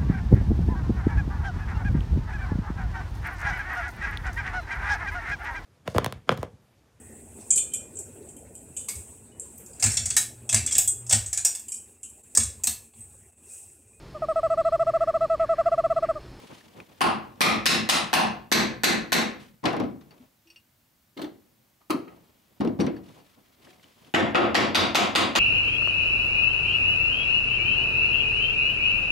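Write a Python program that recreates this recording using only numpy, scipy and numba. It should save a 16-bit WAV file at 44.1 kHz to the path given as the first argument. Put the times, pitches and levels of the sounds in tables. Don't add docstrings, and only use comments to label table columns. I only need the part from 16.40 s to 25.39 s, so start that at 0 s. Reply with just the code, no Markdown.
import sys
import numpy as np
from scipy import signal
from scipy.fft import rfft, irfft
from scipy.io import wavfile
from scipy.ndimage import uniform_filter1d, map_coordinates
from numba import njit

SR = 44100
rng = np.random.default_rng(int(sys.argv[2]) if len(sys.argv) > 2 else 0)


def undo_db(level):
    steps = np.asarray(level, float) / 20
    return 10 ** steps


def transcribe(u):
    v = np.clip(np.atleast_2d(u).T, -1, 1)
    q = np.round(v * 32767).astype(np.int16)
    wavfile.write(sys.argv[1], SR, q)


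N = 396459


def along(points, hz):
    f, v = np.transpose(points)
    return np.interp(np.log(hz + 1), np.log(f + 1), v)


def unit(x):
    return x / np.sqrt(np.mean(x ** 2, axis=(-2, -1), keepdims=True) + 1e-20)


def add(out, sounds, times):
    for sound, s in zip(sounds, times):
        part = out[..., round(s * SR):][..., :sound.shape[-1]]
        part += sound[..., :part.shape[-1]]
    return out


def wander(count, length, step):
    return step * np.cumsum(rng.standard_normal((count, length)), axis=1)


# (frequency [Hz], left minus right [dB])
LEAN = [(60, -2.5), (180, -0.5), (400, 2), (950, 1.5), (3770, 1.05), (15000, 0.2)]
# (frequency [Hz], phase by which left leads [rad])
LEAD = [(60, -.1), (150, -0.78), (350, -0.98), (860, -0.99), (1400, -1.5), (2000, -.1), (15000, .01)]


def stereo(pair, gain, alike, aside=1):
    hz = np.fft.rfftfreq(pair.shape[-1], 1 / SR)
    turn = np.arccos(np.clip(along(alike, hz), -1, 1)) / 2
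    turn = turn * np.where(hz < 11000, 1, 0.45)
    z = rfft(pair) * gain(hz)
    mid = z[..., 0, :] * np.cos(turn)
    side = z[..., 1, :] * np.sin(turn)
    lean = undo_db(aside * along(LEAN, hz) / 2) * np.exp(0.5j * aside * along(LEAD, hz))
    both = np.stack([(mid + side) * lean, (mid - side) / lean], axis=-2)
    return unit(irfft(both, pair.shape[-1]))


# (frequency [Hz], density [dB per Hz])
HISS_TONE = [(15, -40), (25, -6), (113, 3.5), (188, -0.5), (216, 3.5), (400, -8.5), (510, -10.5), (553, -7),
             (1180, -9.5), (4640, -14), (6950, -15), (9350, -16.5), (15600, -15)]
# (frequency [Hz], left-right likeness [-1 to 1])
HISS_ALIKE = [(60, 0.84), (180, 1), (550, 0.3), (1650, 0.28), (4970, 0.58), (15000, 1.0)]


def hiss():
    def gain(hz):
        tone_db = along(HISS_TONE, np.minimum(hz, 15000)) + 2.5 * (hz > 11300)
        return undo_db(tone_db) * (hz < 15760)
    return undo_db(-66.5) * stereo(rng.standard_normal((2, N)), gain, HISS_ALIKE, aside=0.3)


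def lumps(rate, depth_db):
    knots = rng.standard_normal(int(N * rate / SR) + 4)
    return undo_db(depth_db * map_coordinates(knots, [np.arange(N) * rate / SR]))


# (frequency [Hz], left-right likeness [-1 to 1])
ALIKE = [(40, 0.8), (90, 1), (200, 0.91), (380, 0.44), (700, 0.53), (1290, 0.03), (2380, 0.58),
         (4400, 0.68), (8120, 0.55), (15000, 0.36)]
# (frequency [Hz], density [dB per Hz])
CREAK_TONE = [(18, -61.5), (30, -23), (70, -8.5), (245, -5), (680, -12), (1000, -14.5), (1500, -25),
              (3000, -28.5), (3900, -50.5), (6600, -120)]
# (frequency [Hz], density [dB per Hz])
CLOTH_TONE = [(590, -28.5), (1000, 1.5), (1550, -1), (3170, 0), (4200, -3), (7220, -10.5), (11000, -13),
              (14300, -62.5), (22000, -120)]
# (time [s], length [s], level [dB], cloth over creak [dB])
SHIFTS = [(-.05, .14, -47.5, -8), (0.097, 0.087, -51.5, -3), (0.224, 0.43, -56.5, -6),
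          (0.333, 0.056, -53, -25), (0.803, 0.26, -57.5, -8.5), (2.979, 0.031, -58, 6.5),
          (3.66, 0.18, -59, -11), (4.04, 0.14, -76.5, 5), (4.95, 0.41, -71, -11), (5.653, 0.12, -57.5, -14),
          (5.8, 0.45, -67.5, -5), (6.62, 0.18, -56, -5.5), (6.834, 0.65, -64.5, -4),
          (7.21, 0.097, -58.5, -3.5), (7.4, 0.22, -63.5, -2.5), (7.598, 0.094, -59.5, -3.5)]


def stir():
    s, length, db, cloth_db = np.transpose(SHIFTS)[:, :, None]
    rise_s, fade_s = 0.042, 0.046
    t = np.arange(N) / SR - s
    move = undo_db(db) * np.clip(t / rise_s, 0, 1) * np.exp(-np.clip(t - length, 0, None) / fade_s)
    low = stereo(rng.standard_normal((2, N)), lambda hz: undo_db(along(CREAK_TONE, hz)), ALIKE)
    high = stereo(rng.standard_normal((2, N)), lambda hz: undo_db(along(CLOTH_TONE, hz)), ALIKE)
    creak = move.sum(axis=0) * unit(low * lumps(40, depth_db=3.5))
    cloth = (move * undo_db(cloth_db)).sum(axis=0) * unit(high * lumps(120, depth_db=2.5))
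    return creak + cloth


# (time [s], level [dB], frequency [Hz], t60 [s])
HUMS = [
    (3.8, -49, 253.6, 0.15),
    (2.8, -63, 261, 0.43),
    (4.054, -65.5, 333, 0.37),
    (5.5, -24.5, 320, 0.156),
    (7.3, -67, 740, 0.38),
]


def hums():
    s, db, hz, t60 = np.transpose(HUMS)[:, :, None]
    t = np.arange(SR // 3) / SR
    phase = 2 * np.pi * hz * t + wander(len(HUMS), len(t), 0.016)
    swell = 1 - np.exp(-t / 0.0079)
    return add(np.zeros(N), undo_db(db + 9.5 - 60 * t / t60) * swell * np.sin(phase), s.ravel())


# (time [s], level [dB], frequency [Hz])
TICKS = [(0.1214, -46, 1680), (0.2109, -43.5, 1720), (0.402, -29.5, 2360), (6.2748, -33, 2850),
         (6.2752, -40, 5480), (6.466, -38, 5900), (6.469, -36, 4000), (6.5664, -38.5, 1672),
         (7.2719, -42.5, 1856), (7.3307, -48, 2276), (7.3971, -50, 2133), (7.4418, -41.5, 3047),
         (7.5083, -56, 2566), (7.647, -45, 3180), (7.6941, -51, 2967)]


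def ticks():
    s, db, hz = np.transpose(TICKS)[:, :, None]
    t = np.arange(SR // 20) / SR
    phase = 2 * np.pi * hz * t + wander(len(TICKS), len(t), 0.16)
    return add(np.zeros(N), undo_db(db - 3.5 - 60 * t / 0.02) * np.sin(phase), s.ravel())


# (time [s], level [dB], low pair [dB], high modes [dB], lowest mode [dB])
CLINKS = [
    (3.7073, -41.5, -6, -12, .1),
    (4.0721, -51.5, 9, 4.5, 1),
    (4.1013, -38, 2, 0, 2),
    (4.1599, -41.5, 11, 0, -6),
    (6.2748, -42, 6, -1, -6),
    (6.406, -20, 2.5, 1, 5),
    (6.4652, -40, -8, 3, .1),
    (6.563, -42, -4, -14, .1),
    (6.8011, -50.5, -11, -7, 0.5),
]
# (frequency [Hz], level [dB], t60 in the hand [s], t60 on the planks [s])
JAWS = [(2554, -9, 0.1, .04), (2810, -6, 0.12, .05), (4530, -4, .08, 0.095), (5480, -6.5, 0.1, .07),
        (5800, -9, .07, .1), (8270, -20, .18, 0.13), (9030, -20, .09, 0.097)]


def clinks():
    t = np.arange(SR // 4) / SR
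    hz, level_db, held_s, laid_s = np.transpose(JAWS)[:, :, None]
    s, db, pair_db, high_db, lowest_db = np.transpose(CLINKS)[:, :, None, None]
    mode_db = level_db + (hz < 3500) * pair_db + (hz > 5000) * high_db + (hz == hz.min()) * lowest_db
    mode_db = mode_db + 0.7 * rng.standard_normal((len(CLINKS), len(JAWS), 1))
    phase = 2 * np.pi * hz * t + wander(len(JAWS), len(t), 0.053)
    t60 = np.where(s < 4.5, held_s, laid_s)
    modes = (np.sin(phase) * undo_db(mode_db - 60 * t / t60)).sum(axis=1) * (1 - np.exp(-t / 0.00048))
    crack = 0.3 * undo_db(-60 * t / 0.006) * rng.standard_normal((len(CLINKS), len(t)))
    return add(np.zeros(N), undo_db(db[:, 0] - 9) * (modes + crack), s.ravel())


# (time [s], level [dB], frequency [Hz], length [s])
THUDS = [(3.247, -25, 240, 0.0076), (3.341, -25.5, 698, 0.0061), (3.394, -23, 333, 0.014),
         (4.766, -38.5, 310, .007), (4.834, -36.5, 300, 0.013), (5.541, -21.5, 285, .016),
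         (5.594, -32, 300, .012), (6.209, -21, 230, 0.012), (6.248, -20, 420, 0.0084),
         (6.27, -22, 310, 0.015), (6.39, -15.5, 194.7, .02), (6.412, -15.5, 240, 0.016),
         (6.445, -24, 240, .01), (6.464, -24, 250, .016), (6.488, -25, 260, 0.0095)]


def thuds():
    s, db, hz, length = np.transpose(THUDS)[:, :, None]
    t = np.arange(SR // 20) / SR
    swing = np.sin(np.pi * np.clip(t / (1.25 * length), 0, 1)) ** 0.77
    return add(np.zeros(N), undo_db(db) * np.nan_to_num(swing) * np.sin(2 * np.pi * hz * t), s.ravel())


# (time [s], level [dB], top frequency [Hz], t60 [s])
CRACKS = [(.6073, -19.5, 6000, .006), (3.2392, -29.5, 4000, .012), (3.2546, -25, 6500, .012),
          (3.33, -32, 4000, 0.018), (3.3665, -30, 4500, 0.018), (3.4005, -32, 6000, .015),
          (4.1598, -53, 5000, .015), (4.772, -42, 4970, .015), (4.817, -43.5, 6500, .02),
          (6.2066, -35, 6000, .012), (6.2492, -29.5, 4000, .012), (6.3973, -33, 5000, .012),
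          (6.4652, -33, 6000, .012), (6.548, -50, 6000, .01), (7.7394, -24, 4000, .008)]


def cracks():
    s, db, top_hz, t60 = np.transpose(CRACKS)[:, :, None]
    t = np.arange(2048) / SR
    hz = np.fft.rfftfreq(len(t), 1 / SR)
    burst = rng.standard_normal((len(s), len(t))) * undo_db(db - 0.5 - 60 * t / t60)
    low_cut = (1j * hz / 600) / (1 + 1j * hz / 600)
    return add(np.zeros(N), irfft(rfft(burst) * low_cut / (1 + 1j * hz / top_hz) ** 2), s.ravel())


# (frequency [Hz], level [dB], t60 [s])
SNIP_MODES = [(1055, -1, 0.14), (1184, -7.5, 0.26), (1260, -1.5, 0.12), (1787, -24, 0.25),
              (2210, -30, 0.54), (3009, -20, 0.23), (3865, -27, 0.33), (4350, -19, 0.16), (4587, -25, 0.17)]


def snip():
    hz, db, t60 = np.transpose(SNIP_MODES)[:, :, None]
    t = np.arange(SR // 3) / SR
    phase = 2 * np.pi * hz * t + wander(len(hz), len(t), 0.035)
    modes = undo_db(-27.5 + db - 60 * t / t60) * np.sin(phase)
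    ring = modes.sum(axis=0) * (1 - np.exp(-t / 0.002))
    return add(np.zeros(N), [ring], [5.503])


def resonances(peaks, hz):
    return sum(lift / (1 + (2 * (hz - centre) / width) ** 2) for centre, width, lift in peaks)


# (frequency [Hz], t60 [s])
SHOP = [(60, 0.88), (250, 0.49), (800, 0.43), (2500, 0.39), (6000, 0.31), (14000, 0.21)]
# (frequency [Hz], t60 [s])
HULL = [(60, 0.042), (300, 0.33), (1000, 0.19), (4000, 0.15), (14000, 0.043)]


def contacts(rows, rebound, tone, peaks, spots, drive_db, close_db, click_db, echo_db, gap, rise, same, snap, bloom):
    s, db, boom_db, knock_db, edge_db = np.transpose(rows)[:, :, None, None]
    spacing_hz, first_hz, share = np.transpose(rebound)[:, :, None, None]
    size = 3 * 2 ** 13
    t = np.arange(size) / SR
    draws = rng.standard_normal((len(rows) + 1, 2, size))

    def shared(common, own):
        return np.sqrt(same) * common + np.sqrt(1 - same) * own

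    def gain(hz):
        lift_db = resonances(peaks, hz)
        lift_db = lift_db + resonances(np.transpose(spots, (1, 2, 0))[..., None, None], hz)
        place = np.log1p(hz / 300) / np.log1p(hz[-1] / 300) * 299
        knots = shared(draws[0, 0, :300], draws[1:, 0, :300])
        lift_db = lift_db + 2 * np.array([map_coordinates(row, [place]) for row in knots])[:, None]
        boom = 1 / (1 + (hz / 480) ** 4)
        knock = np.exp(-np.log((hz + 1) / 900) ** 2 / 0.28)
        edge = 1 / (1 + (4000 / (hz + 1)) ** 3)
        twice = np.abs(1 + share * (1 - boom) * np.exp(2j * np.pi * (hz - first_hz) / spacing_hz))
        return twice * undo_db(along(tone, hz) + lift_db + boom_db * boom + knock_db * knock + edge_db * edge)

    noise = stereo(shared(draws[0], draws[1:]), gain, ALIKE)
    hz, frame_s, z = signal.stft(noise, SR, nperseg=256)
    far = undo_db(-60 * frame_s / along(SHOP, hz)[:, None])
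    close = undo_db(close_db - 60 * frame_s / along(HULL, hz)[:, None])
    late = 1 - 0.55 * np.exp(-frame_s / bloom) / (1 + (hz[:, None] / 1150) ** 4)
    ring = signal.istft(z * late * np.hypot(far, close), SR, nperseg=256)[1][..., :size]
    wood = irfft(rfft(ring) / (1 + (np.fft.rfftfreq(size, 1 / SR) / 1400) ** 4), size)
    bright = ring - wood
    echo = 1 - np.exp(-np.clip(t - gap, 0, None) / 0.0029)
    click = (undo_db(click_db - 60 * t / 0.012) + 0.082) * (1 - np.exp(-(t / 0.00017) ** 2))
    returned = echo * (1 + undo_db(echo_db - 60 * (t - gap) / snap))
    swell = 1 - np.exp(-(t / rise) ** 1.2)
    blow = wood * swell + bright * np.maximum(click * (1 - echo), returned)
    fade = np.clip((t[-1] - t) * 10, 0, 1)
    return add(np.zeros((2, N)), undo_db(db + drive_db) * blow * fade, s.ravel())


# (time [s], level [dB], hull boom [dB], rib knock [dB], steel edge [dB])
DROPS = [(3.23, -17.5, 14, 5, -5), (3.238, -11, 2, 15, 5.5), (3.254, -5, -13.5, -5, 2.5),
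         (3.329, -13.5, -5, 7, -3), (3.341, -17.5, -5, 9, -16), (3.367, -14.5, -2, -7, -9),
         (3.397, -9, 3.5, 4, -0.5), (3.435, -16.5, 9, -1, 0.5), (3.608, -44, -16, 3, 13),
         (3.707, -43, -18, -2, 2), (6.2, -10, 17, -4, -1), (6.206, -10.5, 2.5, 3, 1.5),
         (6.248, -9, 6, 1.5, -10), (6.274, -15, 10, -6, -7.7), (6.388, -8, 16.5, 8, 0.1),
         (6.399, -5, 2, -4, 0.5), (6.412, -19.5, -3.5, 8, 15.5), (6.464, -12.5, -3.5, -10.5, -11),
         (6.567, -37.5, -11, 1, 1), (6.759, -43, -10, 7, -4), (7.264, -41, 8, 5, 0.1)]
# (comb spacing [Hz], first peak [Hz], share [0-1])
DROP_REBOUND = [(1718, 580, 0.062)]
# (frequency [Hz], density [dB per Hz])
DROP_TONE = [(18, -52), (30, -25), (234, -2), (748, -16), (899, -24), (999, -17), (1880, -26),
             (4610, -35.5), (7610, -50), (13900, -55.5), (16300, -80.5)]
# (frequency [Hz], width [Hz], lift [dB])
DROP_PEAKS = [(215, 41, 0), (328.7, 50, 5), (5570, 560, 4)]
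# (frequency [Hz], width [Hz], lift [dB])
HAMMER_SPOT = [(810, 270, 3.9), (2570, 2870, 1.7)]
# (frequency [Hz], width [Hz], lift [dB])
NIPPER_SPOT = [(825, 380, 5.9), (319, 87, 1.4)]


def tools_laid_down():
    spots = [HAMMER_SPOT if row[0] < 4.5 else NIPPER_SPOT for row in DROPS]
    return contacts(DROPS, DROP_REBOUND, DROP_TONE, DROP_PEAKS, spots,
                    drive_db=-19.5, close_db=8.5, click_db=-13, echo_db=11.5, gap=0.00063, rise=0.0042,
                    same=0.071, snap=0.018, bloom=0.0035)


# (time [s], level [dB], hull boom [dB], rib knock [dB], steel edge [dB])
NIPS = [
    (4.768, -28.5, -3, -2.5, -5),
    (4.786, -25.5, 3.6, 9, -3),
    (4.81, -24.5, -1.5, -4, 3.5),
    (4.836, -25.5, 4.5, 1.5, -2),
    (5.405, -52, -5, 8.5, -1.5),
    (5.498, -13, -1, 3, 6),
    (5.543, -22, 12, 4, -19.5),
    (5.672, -36.5, -2, 0, -20),
]
# (comb spacing [Hz], first peak [Hz], share [0-1])
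NIP_REBOUND = [(1810, 740, 0.2)]
# (frequency [Hz], density [dB per Hz])
NIP_TONE = [(18, -71), (30, -39), (171, -18), (305, -14), (377, -15), (923, -25), (1300, -26.5),
            (1930, -27), (3020, -31.5), (11900, -53.5), (16300, -55.5)]
# (frequency [Hz], width [Hz], lift [dB])
NIP_PEAKS = [(311, 100, 7.5), (1269, 32.8, 6.5), (3136, 79, 7.5), (9670, 1100, 11.5), (11960, 1400, 12),
             (15000, 2000, 11.5)]
# (frequency [Hz], width [Hz], lift [dB])
GRIP_SPOT = [(2460, 300, -12), (3540, 240, 7.5), (4200, 360, 7.5), (9800, 560, -14)]
# (frequency [Hz], width [Hz], lift [dB])
SNIP_SPOT = [(1217, 220, 10.5), (3500, 150, -21), (4200, 580, 7), (5300, 140, 4.5)]


def nippers_on_nail():
    spots = [GRIP_SPOT if row[0] < 5 else SNIP_SPOT for row in NIPS]
    return contacts(NIPS, NIP_REBOUND, NIP_TONE, NIP_PEAKS, spots,
                    drive_db=-17, close_db=9, click_db=-14, echo_db=8.5, gap=0.0053, rise=0.003,
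                    same=0.036, snap=0.05, bloom=0.003)


def landing(rows, second, rings, faces):
    twice = [(spacing, first, second) for spacing, first, *_ in rows]
    spots = []
    for (*_, woken, lift_db, muted), ring, face in zip(rows, rings, faces):
        spots.append([(woken, 0.12 * woken, lift_db), (muted, 0.12 * muted, -7), *ring, face])
    return twice, spots


# (time [s], level [dB], hull boom [dB], rib knock [dB], steel edge [dB])
PEEN = [
    (7.7394, -12.5, 5, -3.5, -12.5),
    (7.9471, -10, 2, 1, -17.5),
    (8.1453, -12, 0.5, -7, -6),
    (8.3473, -11.5, 1.9, -3.5, 1),
    (8.5475, -12, -1.2, -4, 0.5),
    (8.7516, -13, 0.1, -6.5, -0.9),
    (8.9527, -12, 1.2, -2, 1),
]
# (comb spacing [Hz], first peak [Hz], woken mode [Hz], lift [dB], muted mode [Hz])
PEEN_LANDS = [(1273, 510, 7800, 4, 4340), (2150, 470, 1380, 4, 950), (1250, 783, 5200, 3, 3620),
              (1170, 93, 4590, 3.5, 7450), (1938, 760, 7580, 3.5, 4540), (1960, 910, 8460, 5, 5500),
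              (2030, 800, 6800, 6, 5600)]
# (frequency [Hz], width [Hz], lift [dB])
PEEN_RINGS = [
    [(517, 26, 3.4), (2820, 143, 1.5), (6920, 349, 4.7), (6188, 371, -5.6)],
    [(353, 20, 6), (500, 28, 6), (8326, 416, 4.3), (4092, 246, -2.8)],
    [(480, 24, 4.8), (1053, 53, 3.5), (3401, 170, 3), (6240, 375, -4)],
    [(729, 37, 0.5), (1058, 53, 1.5), (8205, 410, 2), (377, 23, -9)],
    [(1053, 53, 4.7), (1310, 66, 2.5), (4644, 232, 4), (1752, 105, 0)],
    [(1058, 53, 6.5), (1282, 66, 3), (3685, 182, 3), (375, 23, -8)],
    [(1888, 94, 3), (2467, 123, 5), (3500, 179, 4), (653, 36, -7.5)],
]
# (frequency [Hz], width [Hz], lift [dB])
PEEN_FACES = [(2160, 600, 3), (3000, 900, 1.5), (12500, 3000, -2.5), (4000, 1500, 1.5), (4000, 1500, 1),
              (4000, 1500, 1.5), (4000, 1500, 1.5)]
# (frequency [Hz], density [dB per Hz])
PEEN_TONE = [(18, -55), (30, -34), (104, -13), (150, -18), (322, -8), (430, -9.5), (673, -0.5),
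             (1780, -8.5), (2510, -10.5), (4730, -15.5), (6100, -20.5), (8300, -26.5), (12200, -35.5),
             (15100, -40.5), (16300, -71)]
# (frequency [Hz], width [Hz], lift [dB])
PEEN_PEAKS = [(211, 40, 9), (324.6, 110, 6.5), (1070, 22, -1.5), (1297, 50, 5.5), (2800, 110, 2.5),
              (3690, 530, 5), (4640, 100, 3), (12100, 530, 8)]


def peening():
    twice, spots = landing(PEEN_LANDS, 0.2, PEEN_RINGS, PEEN_FACES)
    return contacts(PEEN, twice, PEEN_TONE, PEEN_PEAKS, spots,
                    drive_db=5.5, close_db=-39, click_db=-8, echo_db=7.5, gap=0.0054, rise=0.0025,
                    same=0.6, snap=0.051, bloom=0.027)


# (time [s], level [dB], hull boom [dB], rib knock [dB], steel edge [dB])
PUNCH = [
    (0.6075, -12.5, 4.5, 15.5, -7.5),
    (1.0073, -7, 0.6, 6, -2.5),
    (1.2568, -8, -2, -2.5, -4),
    (1.4898, -10, -3.5, 7.5, 3.5),
    (1.7301, -9, 1.5, 12.5, -1.5),
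    (2.1164, -9, 4.5, 9.5, 3.5),
    (2.4348, -10, 5, 9, 2.5),
    (2.7202, -12, 3, 8.5, 1),
]
# (comb spacing [Hz], first peak [Hz], woken mode [Hz], lift [dB], muted mode [Hz])
PUNCH_LANDS = [(1930, 1000, 9500, 8, 6700), (1620, 664, 1250, 12, 6940), (1360, 1150, 5374, 7, 2310),
               (1420, 880, 2970, 5, 2240), (864, 29, 2860, 4, 7200), (2000, 34, 27000, 5, 9730),
               (2100, 26, 3400, 1, 9700), (1928, 85, 630, 3, 9700)]
# (frequency [Hz], width [Hz], lift [dB])
PUNCH_RINGS = [
    [(364, 18, 7), (1053, 53, 5), (1317, 66, 3), (510, 31, -5.5)],
    [(1043, 52, 5), (2431, 122, 5), (3303, 165, 5), (2896, 174, -4.5)],
    [(740, 31, 5.5), (1060, 52, 5), (1860, 93, 5), (5865, 352, -4.5)],
    [(610, 31, 4.5), (696, 35, 7), (1330, 66, 5.8), (458, 27, -6)],
    [(638, 44, 4.5), (734, 37, 5.5), (2772, 139, 3.5), (1906, 114, -5.5)],
    [(505, 25, 4), (1048, 52, 5.5), (1569, 78, 4), (1437, 86, -5.5)],
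    [(361, 18, 4), (1017, 51, 2.5), (1546, 77, 4), (4995, 300, -1)],
    [(486, 25, 6), (1053, 53, 7), (2799, 140, 4.5), (5069, 304, -4.5)],
]
# (frequency [Hz], width [Hz], lift [dB])
PUNCH_FACES = [(2800, 450, 3), (1650, 350, -4), (1250, 450, -2.5), (12300, 4000, -4), (850, 400, 2),
               (8600, 2500, -3.5), (85, 66, -7.5), (85, 60, -7)]
# (frequency [Hz], density [dB per Hz])
PUNCH_TONE = [(18, -51), (30, -18), (146, -10), (211, -2), (560, -9), (1050, -11.5), (1410, -7),
              (2040, -2.5), (3100, -7.5), (4150, -4), (4990, -9.5), (13600, -19.5), (16300, -49.5)]
# (frequency [Hz], width [Hz], lift [dB])
PUNCH_PEAKS = [(210, 80, 2), (337, 52, 6.5), (1070, 22, 4.5), (2650, 31, 3.5), (9560, 430, 9),
               (12500, 720, 2), (10800, 610, -3)]


def punching():
    twice, spots = landing(PUNCH_LANDS, 0.31, PUNCH_RINGS, PUNCH_FACES)
    return contacts(PUNCH, twice, PUNCH_TONE, PUNCH_PEAKS, spots,
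                    drive_db=4, close_db=-19.5, click_db=-8, echo_db=9, gap=0.006, rise=0.0025,
                    same=0.6, snap=0.054, bloom=0.022)


def scene():
    leftward = undo_db([[0.7], [-0.7]])
    small = hums() + ticks() + clinks() + thuds() + cracks() + snip()
    blows = tools_laid_down() * leftward + nippers_on_nail() + peening() + punching()
    return stir() + small * undo_db([[0.8], [-0.8]]) + blows


@njit
def follower(level, attack, release):
    held, out = 0., np.empty_like(level)
    for i in range(len(level)):
        held += (level[i] - held) * (attack if level[i] > held else release)
        out[i] = held
    return out


# (frequency [Hz], margin [dB])
SPARE = [(9500, -15), (10500, -1.3), (14400, -1.1), (15200, 9), (16000, 15)]


def thin_treble(x, busy_db):
    hz, _, z = signal.stft(x, SR, nperseg=2048)
    bands = np.mean(np.abs(z[:, :-1]) ** 2, axis=0).reshape(64, 16, -1).mean(axis=1)
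    treble = bands[3:30].sum(axis=0)
    busy = (treble > undo_db(2 * busy_db)) & (treble < 2 * np.roll(treble, 2))
    margin = undo_db(2 * along(SPARE, hz[8::16]))[:, None]
    weak = bands < uniform_filter1d(bands, size=3, axis=0) * margin
    z[:, :-1] *= np.repeat(~(busy & weak), 16, axis=0)
    z[:, hz > 16500] = 0
    return signal.istft(z, SR, nperseg=2048)[1][:, :N]


def low_pass(x):
    return signal.sosfilt(signal.butter(12, 16490, fs=SR, output="sos"), x)


def record(dry):
    x = signal.lfilter(*signal.butter(2, 70, 'high', fs=SR), dry) + hiss()
    attack_s, release_s, threshold_db = 0.00016, 0.02, -13
    held = follower(np.abs(x).max(axis=0), 1 / (attack_s * SR), 1 / (release_s * SR))
    x = x / (1 + (held / undo_db(threshold_db)) ** 4) ** (0.89 / 4)
    x = x / (1 + np.abs(x / 0.75) ** 4) ** 0.25
    mix = thin_treble(x, busy_db=-55.5)
    return low_pass(mix)


dry = scene()
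out = record(dry)
transcribe(out)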